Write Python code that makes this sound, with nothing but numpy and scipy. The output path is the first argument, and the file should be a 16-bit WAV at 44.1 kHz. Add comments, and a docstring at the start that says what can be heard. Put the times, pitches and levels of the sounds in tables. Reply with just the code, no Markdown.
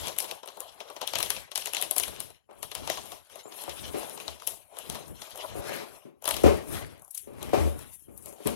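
"""Card edges snap and tick, paper slides and rustles, and now and then a table top is knocked and booms.
A hand rummages through paper cards on a table, close to the left port of a small stereo recorder indoors.
Snaps are short noise bursts and slides are grainy friction noise, both shaped by resonances of the cards;
knocks and strokes drive the modes of the table. The ports hear the bass in roughly opposite phase,
and the right one is shaded from the treble."""
import sys
import numpy as np
from scipy import signal
from scipy.fft import rfft, irfft, next_fast_len
from scipy.io import wavfile
from scipy.ndimage import uniform_filter1d, map_coordinates

SR = 44100
rng = np.random.default_rng(int(sys.argv[2]) if len(sys.argv) > 2 else 0)


def output_pcm(signal):
    """Save a mono or channel-first signal as 16-bit PCM at the path in sys.argv[1].

    Samples are clipped to [-1, 1] before scaling.
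    """
    pcm = np.clip(np.atleast_2d(signal).T, -1, 1) * 32767
    wavfile.write(sys.argv[1], SR, np.round(pcm).astype(np.int16))


N = 377055


def amp(db):
    """Decibel law: the amplitude ratio of a level in dB."""
    return 10 ** (np.asarray(db) / 20)


def unit(x):
    """Power normalisation: x brought to rms 1."""
    return x / np.sqrt(np.mean(np.abs(x) ** 2) + 1e-20)


def curves(rows):
    """Linear interpolation: one value per sample for each column after the time."""
    seconds, *columns = np.transpose(rows)
    return [np.interp(np.arange(N) / SR, seconds, column) for column in columns]


def wobble(rate):
    """Band-limited fluctuation: a smooth random curve with rate knots a second."""
    knots = rng.standard_normal(int(N * rate / SR) + 4)
    return map_coordinates(knots, [np.arange(N) * rate / SR])


def along(hz, values, f):
    """Logarithmic frequency scale: values given at hz, read at f."""
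    return np.interp(np.log(f + 1), np.log(hz), values)


def filtered(x, response):
    """Linear filtering: the spectrum of x times a complex response of frequency."""
    m = next_fast_len(N + SR // 2)
    return irfft(rfft(x, m) * response(np.fft.rfftfreq(m, 1 / SR)), m)[..., :N]


def ringing(x, modes, order):
    """Modal superposition: resonances of alternating sign that keep the power of white noise."""
    def response(f):
        total = 0
        for k, (centre, width, db) in enumerate(modes):
            resonator = 1j * f * width / (centre * centre - f * f + 1j * f * width)
            total = total + (-1) ** k * amp(db) * resonator ** order
        return unit(total)
    return filtered(x, response)


def spikes(times, db):
    """Impulsive excitation: single samples of the given levels at the given times."""
    return np.bincount(np.round(np.asarray(times) * SR).astype(int), amp(db), N)[:N]


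def dying(pulses, t60, rise):
    """Reverberant decay: two unrelated noises whose power swells after every pulse and dies away."""
    t = np.arange(SR // 2) / SR
    decay = amp(-120 * t / t60) * (1 - np.exp(-t / rise)) ** 2  # in power, 60 dB down at t60
    power = signal.fftconvolve(pulses ** 2, decay)[:N]
    return np.sqrt(np.abs(power)) * rng.standard_normal((2, N))


def friction(db, grain_db, lump_db):
    """Dry friction: fibres catch in tiny grains that clump under an uneven stroke."""
    texture = amp(grain_db * wobble(700) + lump_db * wobble(45))
    # about 70 times a second a fibre lets go with a tick
    catches = (rng.random(N) < 70 / SR) * rng.exponential(1, N)
    tick = np.exp(-np.arange(SR // 200) / 35)
    texture = texture * (1 + 0.84 * np.convolve(catches, tick)[:N])
    return amp(db) * unit(texture * rng.standard_normal((2, N)))


def patchy(x, depth_db, bins, frames):
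    """Spectral fluctuation: a random gain field shifts the colour from moment to moment."""
    z = signal.stft(x, nperseg=256)[2]
    field = rng.standard_normal(z.shape[1:])
    field = uniform_filter1d(uniform_filter1d(field, bins, 0), frames, 1)
    gain = amp(depth_db * unit(field))
    return signal.istft(z * unit(gain), nperseg=256)[1][:, :N]


RISE_DB_PER_S, FALL_DB_PER_S = 162, 131.5  # how a movement swells and fades


def movement_db(starts, holds, db):
    """Energy addition: level in dB of overlapping movements that swell, hold and fade."""
    t = np.arange(0, N + 64, 64) / SR  # one value every 64 samples
    early, late = starts[:, None] - t, t - (starts + holds)[:, None]
    shape_db = -RISE_DB_PER_S * np.maximum(early, 0) - FALL_DB_PER_S * np.maximum(late, 0)
    power = np.sum(amp(db[:, None] + shape_db) ** 2, axis=0)
    return np.interp(np.arange(N) / SR, t, 10 * np.log10(power + 1e-12))


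# Strokes of the hand through the cards. Each row: start in seconds, time held in seconds, relative level in dB,
# then in dB over that level: edge hiss, drag of the heap, groan of the top, rumble of the frame.
STROKES = [(0, 0.057, -45.5, 1, -2, -7, -15), (.24, 0.075, -53, 1, 0, -3.5, -25),
           (.55, 0.49, -60.5, -1, 1.5, -11, -23.5), (1.169, 0.066, -46.5, -5, -1, -10, -14),
           (1.3, 0.069, -50.5, 1, -1.5, -13.5, -13), (1.64, 0.04, -62, 10, -3, 1.5, -10),
           (1.78, 0.076, -49, 1.5, -3.5, -6.5, -30), (1.99, 0.22, -53.5, -1.5, -1.5, -2, -10.5),
           (2.26, .04, -61.5, -7, -4, -10, -13.5), (2.58, 0.14, -67.5, 5.5, 0.5, 4, -7),
           (2.798, 0.13, -50.5, -3, -4.5, -5.5, -12), (2.93, 0.21, -54.5, 3.5, -2.5, -4, -19),
           (3.33, 0.064, -56, -3, -4.5, -18, -26), (3.55, 0.23, -52, 5, -1.5, -5, -41),
           (3.838, 0.082, -50.5, 2.5, -6, -6, -7.5), (3.998, 0.05, -48, 2.5, -0.5, -0.5, -28),
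           (4.13, 0.19, -56, 4, -1.5, 2, -32), (4.5, .03, -53.5, 7, -3.5, -12, -17.5),
           (4.742, 0.15, -58, 0.5, 2, -10, -28), (4.88, 0.11, -52.5, 0.5, -3, -1, -18),
           (5.07, 0.041, -65, 9, -9, -2, 6), (5.22, 0.1, -55.5, 3.5, -3.5, -17.5, -21),
           (5.392, 0.098, -49, -2, 0, -26, -38), (5.562, 0.024, -59, 8.5, 2, 1, 1),
           (5.69, 0.097, -48, 1, 0.5, 4.5, -23), (5.92, 0.046, -59.5, 2, -1.5, -3, -20),
           (6.36, 0.23, -55, 3, 0.5, 6, 1), (6.72, .025, -59.5, 19, -2, 5, 9),
           (6.745, 0.036, -50.5, 1.5, -1, 2.5, -3), (6.9, 0.062, -71.5, -8, 6, 12, 5.5),
           (7.14, 0.031, -65.5, 1.5, -15, -11.5, -26), (7.291, 0.033, -76.5, 3, -2, 2, 8.5),
           (7.411, 0.092, -62.5, 4.5, 3, 13, 8), (7.579, 0.064, -49, 3.5, -3, -3, 2.5),
           (7.782, 0.049, -61, 11, -2, -3, 0.5), (7.929, 0.017, -61, 11.5, -28, -16, -28.5),
           (8.091, 0.065, -89.5, 3, 4, 0.5, 22.5), (8.182, 0.082, -75, 21, -10, 0.5, 6.5),
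           (8.27, 0.02, -75.5, 24, -9, 17, -5), (8.46, 0.048, -53.5, 2.5, 2.5, 0, -32)]
HISS, DRAG, GROAN, RUMBLE = 3, 4, 5, 6  # columns of the table


def stroke_db(layer=None):
    """Common excitation: one set of strokes sets the level of every layer, each with its own offset."""
    columns = np.transpose(STROKES)
    starts, holds, db = columns[:3]
    return movement_db(starts, holds, db if layer is None else db + columns[layer])


# Resonances of table legs and frame. Each row: centre in Hz, width of one resonator stage in Hz, relative level in dB.
FRAME = [(79, 104, 3), (155.5, 34, -4), (216, 293, -4.5)]


def frame_rumble():
    """Structure-borne sound: the strokes shake the legs and frame at their low resonances."""
    shaking = friction(stroke_db(RUMBLE) + 18, grain_db=3.0, lump_db=3.0)
    return ringing(shaking, FRAME, order=2)


# Knocks on the table top. Each row: time in seconds, relative level in dB, boom in dB over that level,
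# pitch of the blow in Hz, contact (rise) time in seconds, t60 in seconds.
KNOCKS = [(2.489, -49.5, -42, 760, 0.004, 0.45), (3.453, -43.5, -46, 715, 0.0026, 0.31),
          (3.678, -33.5, -14, 940, 0.0025, 0.14), (3.94, -23, -42, 475, 0.013, 0.17),
          (4.277, -48.5, 2, 890, 0.0024, 0.14), (4.889, -39, -6, 155, 0.0048, 0.72),
          (5.551, -36, -30, 590, 0.004, 0.64), (6.049, -46, -44, 255, 0.0043, 0.42),
          (6.437, -17, -1, 441, 0.0022, 0.29), (6.459, -16.5, -17, 405, 0.003, 0.37),
          (7.27, -46.5, -24, 389, 0.0029, 0.72), (7.531, -19.5, -32, 638, 0.0029, 0.37),
          (7.595, -27, 4, 433, 0.0086, 0.19), (7.648, -31, 3, 399, 0.0062, 0.33),
          (8.079, -51, -16, 304, 0.0052, 0.53), (8.258, -45.5, -30, 517, 0.006, 0.51),
          (8.4, -44.5, -32, 454, 0.005, 0.23), (8.454, -23, -14.5, 220, 0.0076, 0.38)]
# Resonances of the table top. Each row: centre in Hz, width in Hz, relative level in dB.
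TOP = [(142, 38, -7.5), (230.3, 31, -2), (309, 92, -3.5), (416, 60, -0.5), (573, 37, -3), (733, 80, -6.5),
       (1080, 390, -8), (1237, 437, -9), (2370, 930, -18.5), (9800, 8400, -31)]
# The lowest table mode: frequency in Hz, swell time in seconds.
BOOM = (76, 0.024)


def table_top():
    """Forced vibration: a blow, a rough push and a dragged arm drive the modes; the lowest swings freely."""
    push, boom = np.zeros((2, N + SR)), np.zeros((2, N + SR))
    t = np.arange(SR // 2) / SR
    boom_hz, swell = BOOM
    swing = np.sin(2 * np.pi * boom_hz * t) * t / swell * np.exp(1 - t / swell)
    for s, db, boom_db, hz, contact, t60 in KNOCKS:
        start = round(s * SR)
        force = (1 - np.exp(-t / contact)) * amp(-60 * t / t60) * rng.standard_normal((2, len(t)))
        u = t * hz * 6
        blow = 1.8 * u * np.exp(1 - u) * .003 / contact  # a shorter contact hits harder
        # the spot struck favours the modes near its pitch
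        favoured = signal.lfilter(*signal.iirpeak(hz, 1.3, SR), force + blow)
        push[:, start:][:, :len(t)] += amp(db + 4) * (favoured + 0.4 * force)
        boom[0, start:][:len(t)] += amp(db + boom_db + 6) * swing
    groan = friction(stroke_db(GROAN) + 7.0, grain_db=-1.9, lump_db=0.6)  # an arm dragged over the top
    return ringing(push[:, :N] + groan, TOP, order=1) + boom[:, :N]


# A card squeaks as it slips. Each row: time in seconds, pitch in Hz, relative level in dB.
SQUEAK = [(3.426, 7120, -80), (3.432, 7280, -49), (3.446, 6960, -42), (3.455, 7260, -53), (3.47, 7430, -46),
          (3.484, 7080, -53), (3.498, 6600, -46), (3.503, 6500, -85)]


def squeak():
    """Stick-slip oscillation: a thin whistle that wavers in pitch and level."""
    hz, db = curves(SQUEAK)
    phase = 2 * np.pi * np.cumsum(hz + 60 * wobble(300)) / SR
    return amp(db - 2.5 + 3.5 * wobble(150)) * np.sin(phase)


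# The palm wiping the bare table. Each row: start in seconds, time held in seconds, relative level in dB.
WIPES = [(1.33, 0.04, -46.5), (2.07, .04, -51), (5.7, 0.071, -40.5), (6.521, 0.058, -48.5),
         (6.77, 0.016, -42.5), (7.58, 0.029, -42), (7.82, 0.03, -57.5)]
# Resonances of skin rubbing the table top. Each row: centre in Hz, width of one stage in Hz, relative level in dB.
PALM = [(1350, 1700, 0), (2050, 3560, -2)]
FINGERS_DB = -7  # brush of skin in every stroke, over its level


def palm():
    """Sliding friction: skin brushes in every stroke and wipes the table; the louder of the two is heard."""
    palm_db = np.maximum(stroke_db() + FINGERS_DB, movement_db(*np.transpose(WIPES)))
    return ringing(friction(palm_db + 2, grain_db=-0.5, lump_db=-1.0), PALM, order=2)


# Resonances of the cards. Each row: centre in Hz, width of one stage in Hz, relative level in dB.
EDGE = [(7190, 4700, -8.5), (10730, 3130, 3), (13200, 5700, -12)]  # thin edges and the microphone port
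SHEET = [(1980, 1630, -5.5), (3230, 1290, 2.5), (4083, 750, -0.5), (5650, 2850, -3)]  # the flexing card
PILE = [(451, 387, -2), (633, 254, 1.7), (950, 433, 0.87)]  # the heap of cards on the table


def rubbing():
    """Friction-excited resonance: sliding hisses at the edges, scrapes the sheets and drags the heap."""
    rub = palm()
    rub += ringing(friction(stroke_db(HISS) + 4, grain_db=0.0, lump_db=2.5), EDGE, order=2)
    rub += ringing(friction(stroke_db() + 4.0, grain_db=-0.5, lump_db=3.0), SHEET, order=2)
    rub += ringing(friction(stroke_db(DRAG) + 8.0, grain_db=0.5, lump_db=3.0), PILE, order=2)
    return patchy(rub, depth_db=3, bins=2, frames=24)


# Card edges snapping. Each row: time in seconds, relative tick level in dB, flap in dB over the tick,
# tap in dB over the tick, length in seconds.
SNAPS = [(0.028, -40, -7, -10, 0.0004), (0.059, -35, 1, -7, 0.00034), (0.0715, -29, 4, -6, 0.00055),
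         (0.0825, -26, -4.5, -3.5, 0.0008), (0.165, -39.5, -4.5, -1.5, 0.0013),
         (0.1862, -14.5, -11, -25, 0.0007), (0.203, -24, -9.5, -16, 0.0013),
         (0.2256, -28, -12.5, -13, 0.00066), (0.2436, -36, -3, -4, 0.001), (0.3117, -29, -8.0, -5, 0.00056),
         (0.3126, -41, 8.5, 5, 0.00047), (0.4323, -49.5, 8, 9.5, 0.0006), (0.4595, -42.5, -8, -3, 0.0015),
         (0.476, -34, -4.0, -7.5, 0.0006), (0.487, -47.5, 6.5, 8, 0.0011),
         (0.5716, -40.5, -5.5, -3, 0.0003), (0.6047, -26.5, -14, -13, 0.00053),
         (0.8044, -41.5, 8.5, 4, 0.00046), (0.9018, -42.5, -1.5, 6, 0.0014),
         (0.9644, -42.5, 7.5, 4.5, 0.00035), (1.0153, -32.5, 4.5, 5, 0.001),
         (1.0752, -24.0, -3, -14, 0.001), (1.1355, -31.5, 6.5, 0, 0.00062), (1.1556, -27.5, 6, -5, 0.0011),
         (1.186, -18.5, -10, -15, 0.00027), (1.2044, -27.5, -0.5, -7, 0.0028),
         (1.2285, -17, -8, -18.0, 0.0006), (1.262, -37, 0.5, -4, 0.0038),
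         (1.3038, -17.0, -6.5, -19, 0.0007), (1.365, -35.5, 5.5, -5, 0.00063),
         (1.5164, -36.5, 3, -4.5, 0.0004), (1.5573, -20.0, -2.5, -18, 0.00056),
         (1.5777, -24.0, -6.0, -14, 0.0025), (1.622, -40, 5, -5.5, 0.00069), (1.6584, -24, -2, -12, 0.0006),
         (1.6723, -30.5, -3, -7.5, 0.0017), (1.735, -27.5, -4, -9, 0.0008), (1.748, -29, 2.5, -9.5, 0.0018),
         (1.7688, -32, 3.5, -6, 0.0019), (1.814, -19, -13.5, -22, 0.0004),
         (1.8247, -21.0, -4.0, -11.5, 0.0006), (1.911, -14, -14.5, -23, 0.0003),
         (1.964, -14, -15.5, -17.5, 0.0003), (1.9822, -7.5, -17.5, -29, 0.0003),
         (1.999, -15, -9, -21.5, 0.00056), (2.036, -26.5, -3, -12.5, 0.0023),
         (2.081, -35.5, -8.5, -6, 0.0031), (2.2035, -20.5, -11.5, -19.5, 0.00057),
         (2.3036, -40, -9.5, -14.0, 0.00035), (2.511, -53, -3.0, 7, 0.00024), (2.53, -54.0, -6, 1, 0.00039),
         (2.6292, -25.5, -8.0, -11.0, 0.00084), (2.7162, -33.0, 0, -8, 0.00044),
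         (2.7515, -26.0, -1.5, -7.5, 0.00068), (2.8754, -35.5, 5, 4.5, 0.0019), (2.9, -25.0, 4, -3, 0.001),
         (2.9737, -33, 1, -0.5, 0.00063), (3.1199, -40, -0.5, 0, 0.0024), (3.299, -49, -1.0, -2, 0.00077),
         (3.3574, -36, -9, -7, 0.00078), (3.5235, -54, 8, 0.0, 0.0026), (3.587, -43.5, -7.5, -8.0, 0.0006),
         (3.638, -33.5, -7, -6, 0.00097), (3.695, -33.0, 1.5, -10, 0.00055), (4.0325, -41, -3, -4, 0.0012),
         (4.097, -34.5, -11.0, -11.0, 0.0009), (4.177, -41.5, -0.5, 2, 0.0015),
         (4.2013, -36.5, 1.5, -4, 0.0005), (4.28, -36, 7.5, 0.5, 0.00068),
         (4.399, -47.0, 5.0, -6.0, 0.0004), (4.4215, -44.5, 0, 0, 0.0013),
         (4.4733, -12.5, -17.5, -25, 0.00021), (4.4768, -28.5, -16.5, -23, 0.0017),
         (4.769, -41, -3.5, -2.5, 0.0014), (4.7874, -28.5, -11.5, -12, 0.0008),
         (4.8993, -26, -8, -13, 0.0009), (4.926, -43, -6.0, -8.0, 0.0014),
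         (4.9477, -34.5, -3.5, -4.5, 0.0009), (4.9539, -36, 0, -0.5, 0.0005),
         (5.082, -45.5, -12.0, -4, 0.0032), (5.22, -43, 5.5, 2.5, 0.0024),
         (5.358, -31.5, -14.0, -19.5, 0.00037), (5.375, -39, -7.0, -5, 0.0022),
         (6.2235, -39, -8.5, -6.5, 0.00077), (6.2425, -32.5, -9, -10.5, 0.0011),
         (6.2565, -28.5, -3.0, -7.0, 0.0025), (6.2778, -21.0, -5, -10, 0.0016),
         (6.2892, -16.5, -12.5, -11, 0.00034), (6.31, -23.0, -4.5, -8.5, 0.0027),
         (6.342, -28.0, -3.5, -7, 0.00058), (6.3665, -24, -4, -7.0, 0.00098),
         (6.436, -26.5, -13, -2, 0.0003), (6.979, -50.5, -18, -6.5, 0.0006),
         (6.996, -48.5, -19.0, -7, 0.0013), (7.021, -42, -26, -12.5, 0.0014),
         (7.0486, -41.5, -25, -15, 0.0013), (7.0796, -44, -33, -15.0, 0.001),
         (7.1113, -37.5, -30.5, -30.0, 0.0045), (7.15, -32, -21.5, -32.5, 0.005),
         (7.178, -28, -20.5, -38.0, 0.0037), (7.3364, -46.5, -16.0, -3, 0.00043),
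         (7.417, -46.5, 0.0, 3, 0.001), (7.429, -35, -6, -4, 0.0026), (7.792, -41.0, -14, -11.5, 0.0031),
         (8.177, -29.5, -29, -25.0, 0.00032), (8.2595, -35.0, -15, -26, 0.0012),
         (8.327, -40.5, -15.5, -11, 0.001), (8.4727, -18, -12, -11, 0.00048)]
LEAD_S, LEAD_DB = .0042, -14  # each snap follows a fainter, like burst about 4 ms earlier


def snapping(db, ring_db, ring_t60, room_db, room_t60):
    """Impulsive release: each crack swells fast and rings out, then the room answers."""
    crack, t = np.zeros((2, N + SR)), np.arange(SR // 16) / SR
    times, *_, lengths = np.transpose(SNAPS)
    lead = round(LEAD_S * SR)
    for s, level_db, length in zip(times, db, lengths):
        u = t / max(length, .0003)
        burst_shape = u * np.exp(.5 - u * u / 2)
        ring_shape = (1 - np.exp(-u)) * amp(ring_db - 60 * t / ring_t60)
        shape = burst_shape + ring_shape
        shape = np.pad(shape, (lead, 0))[:len(t)] + amp(LEAD_DB) * shape
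        burst = shape * rng.standard_normal((2, len(t)))
        start = max(round((s - length - LEAD_S) * SR), 0)
        crack[:, start:start + len(t)] += amp(level_db) * unit(burst) * np.sqrt(np.mean(shape ** 2))
    # the far port hears less of the crack, as much of the room
    shaded = crack[:, :N] * amp([[0], [-5]])
    energy_db = db + 10 * np.log10(lengths / 0.0015)  # a longer snap excites the room more
    return shaded + amp(room_db) * dying(spikes(times, energy_db), room_t60, 0.0043)


def snaps():
    """Modal excitation by impulses: each snap ticks the edges, flaps the sheets and taps the heap."""
    _, tick_db, flap_over_db, tap_over_db, _ = np.transpose(SNAPS)
    tick = snapping(tick_db + 1.0, ring_db=-5.5, ring_t60=0.024, room_db=-12.5, room_t60=0.29)
    flap = snapping(tick_db + flap_over_db + 2.0, ring_db=-5, ring_t60=0.059, room_db=-10, room_t60=0.32)
    tap = snapping(tick_db + tap_over_db + .1, ring_db=-1, ring_t60=0.11, room_db=-9.5, room_t60=0.28)
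    snap = ringing(tick, EDGE, order=2) + ringing(flap, SHEET, order=2) + ringing(tap, PILE, order=2)
    return patchy(snap, depth_db=2.5, bins=6, frames=5)


def ports(pair, rows):
    """Partial coherence: the right port hears a turned copy of the left sound plus sound of its own."""
    hz, db, alike, turn = np.transpose(rows)
    alike = np.clip(alike, 0, 1)

    def shared_response(f):
        return amp(along(hz, db, f)) * along(hz, alike, f) * np.exp(1j * along(hz, turn, f))

    def own_response(f):
        return amp(along(hz, db, f)) * np.sqrt(1 - along(hz, alike, f) ** 2)
    right = filtered(pair[0], shared_response) + filtered(pair[1], own_response)
    return np.array([pair[0], right])


# Right port against left. Each row: frequency in Hz, level in dB, likeness from 0 to 1, phase turn in radians.
PORTS = [(200, -16, 0.16, -3.5), (530, -7.5, 0.2, 2.2), (912, -10, 1, -2.2), (1520, -6, 0.86, -1),
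         (3300, -10.5, 0, -5.5), (5000, -2.5, 0, -7), (6800, -10, 0, -11), (10600, -29, 0.3, -4.5),
         (14730, -27.5, .15, -1.5)]  # sound through the air
TABLE_PORTS = [(63, -2.5, 0.93, 2.71), (198, -8.5, 1, 2.44), (420, -6.5, 1, 3.96), (640, -6.5, 0.9, 4.54),
               (880, -13.5, 0.65, 1.35), (2500, -4, 0.34, 1.8), (5000, -0.5, 0.16, 6),
               (10500, -17, 0.36, 6.1)]  # sound through the table


def scene():
    """Superposition of two paths: cards heard through the air, knocks and rumble through the table."""
    through_table = frame_rumble() + table_top()
    through_air = squeak() + rubbing() + snaps()
    return ports(through_air, PORTS) + ports(through_table, TABLE_PORTS)


# Threshold of the noise suppressor. Each row: frequency in Hz, band level in dB.
QUIET = [(50, -88.5), (300, -62), (1500, -87), (5000, -77), (10500, -85), (14000, -90.5)]
LOW_HZ, TOP_HZ = 30.6, 15900  # bass limit of the ports, upper band limit


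def record(dry):
    """Spectral suppression, soft limiting and band limiting: faint bands sink, loud peaks are rounded."""
    hz, _, z = signal.stft(dry, SR, nperseg=512, noverlap=384)
    # the left port sets the gain of both
    power = uniform_filter1d(uniform_filter1d(np.abs(z[0]) ** 2, size=3, axis=0), size=7, axis=1)
    quiet = amp(along(*np.transpose(QUIET), hz))[:, None] ** 2
    gain = np.maximum(power / (power + quiet), .05) ** 0.42
    clean = signal.istft(z * gain, SR, nperseg=512, noverlap=384)[1][:, :N]
    clean = clean / (1 + np.abs(clean / .85) ** 6) ** (1 / 6)
    return filtered(clean, lambda f: (f < TOP_HZ) * (1j * f / (LOW_HZ + 1j * f)) ** 2)


dry = scene()
out = record(dry)
output_pcm(out)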